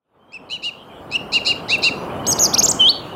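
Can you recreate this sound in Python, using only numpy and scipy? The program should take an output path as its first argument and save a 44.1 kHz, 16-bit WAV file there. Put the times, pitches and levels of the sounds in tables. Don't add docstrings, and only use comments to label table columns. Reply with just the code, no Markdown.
import sys
import numpy as np
from scipy import signal
from scipy.io import wavfile
from scipy.ndimage import uniform_filter1d

SR = 44100
rng = np.random.default_rng(int(sys.argv[2]) if len(sys.argv) > 2 else 0)


def boost(x):
    u = np.asarray(x, float) / 20
    return 10 ** u


def wav_record(signal):
    frames = np.transpose(np.atleast_2d(signal))
    bounded = np.clip(frames, -1, 1)
    quanta = np.round(bounded * 32767).astype(np.int16)
    wavfile.write(sys.argv[1], SR, quanta)


N = 138915

# time_s, pitch_hz, level_db
ARCHES_EARLY = [
    [(.319, 2200, -48), (.325, 2380, -53), (.3443, 2700, -33.5), (.371, 2553, -33.5), (.381, 2200, -63)],
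    [(.497, 2400, -42), (.502, 2491, -38.5), (.535, 3020, -24), (.5637, 2810, -29), (.5768, 2193, -65)],
    [(.625, 2340, -43), (.6381, 2734, -28), (.6658, 2917, -22), (.692, 2750, -25), (.705, 2150, -61)],
    [(1.112, 2294, -41.5), (1.125, 2529, -31), (1.149, 2650, -20.5), (1.16, 2900, -13), (1.175, 2550, -34)],
]
ARCHES_LATE = [
    [(1.32, 2285, -39), (1.343, 2760, -20.5), (1.3642, 2836, -11.5), (1.3801, 2556, -19),
     (1.388, 2120, -37)],
    [(1.451, 2286, -58), (1.462, 2390, -27.5), (1.482, 2874, -19.5), (1.5149, 2795, -14),
     (1.5316, 2180, -41)],
    [(1.689, 1964, -33), (1.7029, 2240, -30.5), (1.7351, 2788, -13), (1.7519, 2650, -14.5),
     (1.764, 2184, -32)],
    [(1.83, 2340, -27), (1.848, 2725, -19), (1.8736, 2790, -12.5), (1.8863, 2580, -16), (1.898, 2050, -42)],
]


def evened(x):
    return x / np.sqrt(np.mean(x ** 2) + 1e-20)


def read(points, hz):
    f, value = np.transpose(points)
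    return np.interp(np.log(hz + 1), np.log(f + 1), value)


def soften(x, s):
    n = max(int(s * SR), 1)
    return uniform_filter1d(uniform_filter1d(x, n), n)


def noise(spectrum, patchy_db):
    hz = np.fft.rfftfreq(1024, 1 / SR)
    real, imag, patches = rng.standard_normal((N // 256 + 5, 513, 3)).T
    patches = evened(uniform_filter1d(uniform_filter1d(patches, 10, axis=0), 12, axis=1))
    outside = (hz < spectrum[0][0]) | (hz > spectrum[-1][0])
    shape_db = np.where(outside, -25, 0) + read(spectrum, hz)
    z = (real + 1j * imag) * boost(shape_db[:, None] + patchy_db * patches)
    return evened(signal.istft(z, nperseg=1024, noverlap=768)[1][:N])


def thrush():
    # time_s, pitch_hz, level_db
    twitter_notes = [
        [(2.2655, 3500, -42), (2.268, 4410, -19), (2.2725, 5950, -24), (2.279, 6500, -20), (2.286, 6550, -16),
         (2.31, 6530, -16.5), (2.3172, 5550, -24)],
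        [(2.3172, 5560, -13), (2.3238, 6415, -19), (2.3275, 5776, -15), (2.3303, 4600, -13),
         (2.333, 4954, -19.5), (2.336, 5350, -25.5), (2.341, 5200, -28)],
        [(2.381, 4800, -38), (2.3865, 3383, -29), (2.3905, 4530, -17.5), (2.393, 5920, -22),
         (2.3965, 6610, -14), (2.4055, 7056, -17.5), (2.409, 6680, -12), (2.4137, 5940, -16)],
        [(2.4137, 5900, -33), (2.418, 6586, -10.5), (2.4215, 6810, -15.5), (2.428, 5830, -10.5),
         (2.432, 6710, -16), (2.436, 6710, -7), (2.4385, 6300, -12.5), (2.443, 5070, -11.5)],
        [(2.443, 5210, -18), (2.447, 6184, -11.5), (2.4505, 6510, -12), (2.4555, 4930, -11.5),
         (2.4585, 4430, -17), (2.464, 5060, -14), (2.468, 4420, -25), (2.473, 4000, -38)],
    ]
    # time_s, pitch_hz, level_db
    sweep_notes = [
        [(2.529, 3180, -36), (2.5362, 3609, -23.5), (2.543, 5783, -11.5), (2.5462, 5850, -10),
         (2.551, 4340, -12.5), (2.554, 3500, -40.5)],
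        [(2.555, 2450, -30), (2.56, 2430, -29.5), (2.5645, 2400, -32)],
        [(2.566, 3140, -29), (2.5732, 2573, -26.5), (2.5785, 3760, -24.5), (2.5835, 5080, -11),
         (2.5896, 6368, -14), (2.595, 6580, -7), (2.5995, 6350, -11), (2.6032, 5180, -12), (2.608, 3900, -48)],
        [(2.61, 2450, -33), (2.6135, 2390, -28.5), (2.6165, 2400, -40)],
        [(2.617, 2715, -27), (2.622, 2870, -33.5), (2.6333, 6020, -12), (2.6378, 6735, -11.5),
         (2.6487, 7590, -13.5), (2.6583, 6529, -11), (2.6641, 4010, -30), (2.6737, 2840, -29)],
        [(2.674, 2855, -46), (2.6862, 5645, -13.5), (2.688, 6532, -12.5), (2.7044, 8290, -18),
         (2.7103, 7834, -20.5), (2.7148, 6600, -11), (2.7171, 5580, -17), (2.7239, 3704, -44.5)],
    ]
    # time_s, pitch_hz, level_db
    slide_note = [(2.789, 3220, -48), (2.8074, 3093, -8.5), (2.8373, 2989, -11), (2.882, 3325, -10),
                  (2.9, 4447, -9.5), (2.9144, 4484, -21), (2.9258, 4415, -43)]
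    # time_s, pitch_hz, level_db
    partner_notes = [
        [(2.266, 4590, -28), (2.272, 7600, -26), (2.279, 7840, -28), (2.309, 8100, -25), (2.317, 6820, -30),
         (2.3245, 8580, -22.5), (2.329, 6680, -43)],
        [(2.865, 4750, -43), (2.895, 5200, -41), (2.92, 5040, -41)],
    ]
    # freq_hz, gain_db
    beak = [(8000, -2.5), (9700, -5), (12500, 0.5), (16000, -12.5), (24000, -55)]
    second_b_db, upper_db = -29.5, -33
    sum_db, diff_db = -17, -23
    rasp_db, hiss_db = -21, -40

    twitter_tone = dict(second_db=-15, third_db=-24, fall_db=0)
    sweep_tone = dict(second_db=-17, third_db=-19, fall_db=0)
    slide_tone = dict(second_db=-29, third_db=-34, fall_db=0)
    notes = ARCHES_EARLY + ARCHES_LATE + twitter_notes + sweep_notes + [slide_note]
    tones = arch_tones() + [twitter_tone] * len(twitter_notes) + [sweep_tone] * len(sweep_notes) + [slide_tone]
    hz, level, partial = tracks(notes, tones)
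    high_hz, high_level, shake_db, shake_hz = trills()
    pair_hz, pair_level, _ = tracks(partner_notes, [twitter_tone] * 2)
    paired = pair_level > 1e-4
    b_hz = np.where(paired, pair_hz, high_hz)

    a, level_a = membrane(hz + shake_hz, level * boost(shake_db))
    b, level_b = membrane(b_hz, high_level + pair_level)
    beak_db = np.array([read(beak, 2 * hz), read(beak, 3 * hz)])
    second, third = partial * boost(0.37 * shake_db + beak_db)
    low_side = level_a * (a + second * a ** 2 + third * a ** 3)
    high_side = level_b * (b + boost(second_b_db + read(beak, 2 * b_hz)) * b ** 2)

    mixing = boost(sum_db) * a * b
    mixing = mixing + boost(upper_db) * a * a * b * ~paired
    mixing = mixing + boost(diff_db) * (a * a / b + b * b / a) * paired
    mixing = level_b * mixing * (level_a > level_b / 20)

    rasp = noise([(3300, 0), (5500, -2), (9000, -11), (12500, -24), (15500, -34)], patchy_db=1.)
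    rasp_level = boost(rasp_db) * np.sqrt(abs(level_a * level_b)) * ~paired
    return (low_side + high_side + mixing).real + (rasp_level + boost(hiss_db) * level_a) * rasp


def membrane(hz, level):
    jitter_hz = 22
    hz = hz + jitter_hz * evened(soften(rng.standard_normal(N), 0.00043))
    return np.exp(2j * np.pi * np.cumsum(hz) / SR), np.sqrt(2) * level


def tracks(notes, tones):
    bow, round_s = 1.3, .0013
    t, level, partial = np.arange(N) / SR, np.zeros(N), np.zeros((2, N))
    for note, tone in zip(notes, tones):
        s, _, db = np.transpose(note)
        on = (t >= s[0]) & (t <= s[-1] + 1 / SR)
        level[on] = np.interp(t[on], s, boost(db / 2)) ** 2
        partials_db = np.array([tone["second_db"], tone["third_db"]])
        partial[:, t >= s[0] - .004] = boost(partials_db)[:, None]
        partial[:, on] *= boost(tone["fall_db"] * (t[on] - s[0]) / (s[-1] - s[0]))
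    rows = np.concatenate(notes)
    hz = np.interp(t, rows[:, 0], rows[:, 1] ** bow) ** (1 / bow)
    return soften(hz, round_s), soften(level, round_s / 2), partial


def arch_tones():
    reedy = dict(second_db=0, third_db=-11, flutter_db=6, flutter_hz=95, fall_db=-24, swing=.7, swing_left=.3)
    broken = dict(second_db=-14, third_db=-24, flutter_db=6, flutter_hz=98, fall_db=-16, swing=.6, swing_left=.15)
    clear = dict(second_db=-20, third_db=-30, flutter_db=2, flutter_hz=50, fall_db=-10, swing=1., swing_left=.55)
    return [reedy, broken, clear, reedy, clear, clear, clear, clear]


def trills():
    # first_dip_s, period_s, dip_pitch_hz, peak_db
    dips = [
        (0.3145, .0099, 4100, -58),
        (0.4935, .0081, 3950, -27),
        (0.6242, 0.0059, 3850, -26.5),
        (1.1075, 0.0089, 3900, -30),
        (1.3227, .0065, 3950, -14),
        (1.451, 0.00537, 4000, -12),
        (1.686, 0.0055, 3750, -14),
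        (1.824, 0.0056, 3900, -10),
    ]
    start_db, end_db, peak_at = -15, -19, 0.25
    swing_hz, top_drop_db, sag = 1700, -10, 0.049
    t, hz = np.arange(N) / SR, np.full(N, 4000.)
    level, shake_db, shake_hz = np.zeros((3, N))
    for (s, period, dip_hz, db), tone, arch in zip(dips, arch_tones(), ARCHES_EARLY + ARCHES_LATE):
        length = arch[-1][0] - s
        on = (t > s - period / 2) & (t < s + length)
        u = np.clip((t[on] - s) / length, 0, 1)
        up = .5 - .5 * np.cos(2 * np.pi * (t[on] - s) / period)
        left = tone["swing_left"]
        swing = left + (1 - left) * (1 - u) ** 3
        shake = (1 - u) ** 1.8 * (1 - 2 * up)
        hz[on] = dip_hz * (1 + sag * (.5 - u)) + swing_hz * tone["swing"] * swing * up ** 1.4
        arc_db = np.interp(u, [0, peak_at, 1], [start_db, 0, end_db])
        level[on] = boost(db + arc_db + top_drop_db * swing * up / tone["swing"])
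        shake_db[on] = tone["flutter_db"] * shake
        shake_hz[on] = tone["flutter_hz"] * shake
    return hz, soften(level, 0.00023), shake_db, shake_hz


def trees(x, t60, delay_s):
    tilt_db = 1
    taps = np.zeros(SR)
    first = np.arange(int(delay_s * SR), SR - 20, 20)
    taps[first + rng.integers(0, 20, len(first))] = rng.choice([-1., 1.], len(first))
    hz, t, z = signal.stft(taps, SR, nperseg=256)
    octaves = np.log2(hz[:, None] / 3000 + 0.12)
    decay_db = 60 * t / t60 * (2.0 + 0.2 * np.maximum(octaves, 0))
    tail = signal.istft(z * boost(tilt_db * octaves - decay_db), SR, nperseg=256)[1]
    return signal.fftconvolve(x, tail / np.linalg.norm(tail))[:N]


def far_birds():
    # start_s, length_s, from_hz, to_hz, level_db
    calls = [(0.19, 0.054, 3040, 3170, -63.5), (.278, 0.06, 3140, 3300, -57),
             (1.965, 0.05, 5730, 6040, -51), (.81, 0.028, 3160, 3130, -46),
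             (0.889, 0.042, 2560, 2250, -51.5), (1.007, 0.029, 5800, 4300, -68),
             (2.095, 0.023, 2240, 2650, -38.5), (2.192, 0.021, 2930, 3130, -36),
             (2.23, 0.044, 2880, 2960, -39), (2.25, 0.017, 4680, 2850, -36.5),
             (2.99, 0.013, 2150, 2550, -61), (2.99, 0.13, 6900, 6580, -64)]
    tick_s, tick_db, tick_decay_s = 1.783, -35.5, 0.0017
    out = np.zeros(N)
    for s, length, from_hz, to_hz, db in calls:
        u = np.arange(int(length * SR)) / (length * SR)
        i = int(s * SR)
        whistle = np.sin(2 * np.pi * np.cumsum(from_hz + (to_hz - from_hz) * u) / SR)
        out[i:i + len(u)] += boost(db) * np.sin(np.pi * u) ** 0.42 * whistle
    i, t = int(tick_s * SR), np.arange(200) / SR
    out[i:i + 200] += boost(tick_db) * np.diff(rng.standard_normal(201)) * np.exp(-t / tick_decay_s)
    return out


def traffic():
    # freq_hz, density_db
    spectrum = [(42, -25.5), (62, -8.5), (220, -3.5), (700, -6), (1200, -10.5), (1900, -24.5),
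                (2600, -27.5)]
    # time_s, level_db
    swell = [(.03, -84), (.15, -57.5), (.45, -44), (.8, -43.5), (1.1, -35.5), (1.9, -30), (2.4, -24),
             (2.8, -27.5), (2.95, -32.5)]
    level_db = np.interp(np.arange(N) / SR, *np.transpose(swell))
    return boost(level_db) * noise(spectrum, patchy_db=1.)


def air():
    # freq_hz, density_db
    spectrum = [(1500, -39), (3000, 5), (4000, -14), (6000, -23.5), (9000, -23), (16000, -24.5)]
    return boost(-44.5) * noise(spectrum, patchy_db=4.5)


def scene():
    echo_db, late_db, capsule_db = -21, -16, -61
    fade_s, fade_power = 1.8, 1.5
    bird, far = thrush(), far_birds()
    source = bird + 4 * far
    mid = bird + far
    mid = mid + boost(echo_db) * trees(source, t60=0.15, delay_s=0.0045)
    mid = mid + boost(late_db) * trees(source, t60=0.75, delay_s=.03)
    fade = np.minimum(np.arange(N) / SR / fade_s, 1) ** fade_power
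    mid = mid + traffic() + fade * air()
    return mid + boost(capsule_db) * fade * rng.standard_normal((2, N))


def roll_off(x):
    return signal.sosfilt(signal.butter(12, 16000, fs=SR, output="sos"), x)


def record(dry):
    edge = signal.firwin(511, 15850, window=("kaiser", 9), fs=SR)[None]
    cut = signal.lfilter(*signal.butter(3, 45, "high", fs=SR), dry)
    return roll_off(signal.oaconvolve(cut, edge, "same"))


dry = scene()
out = record(dry)
wav_record(out)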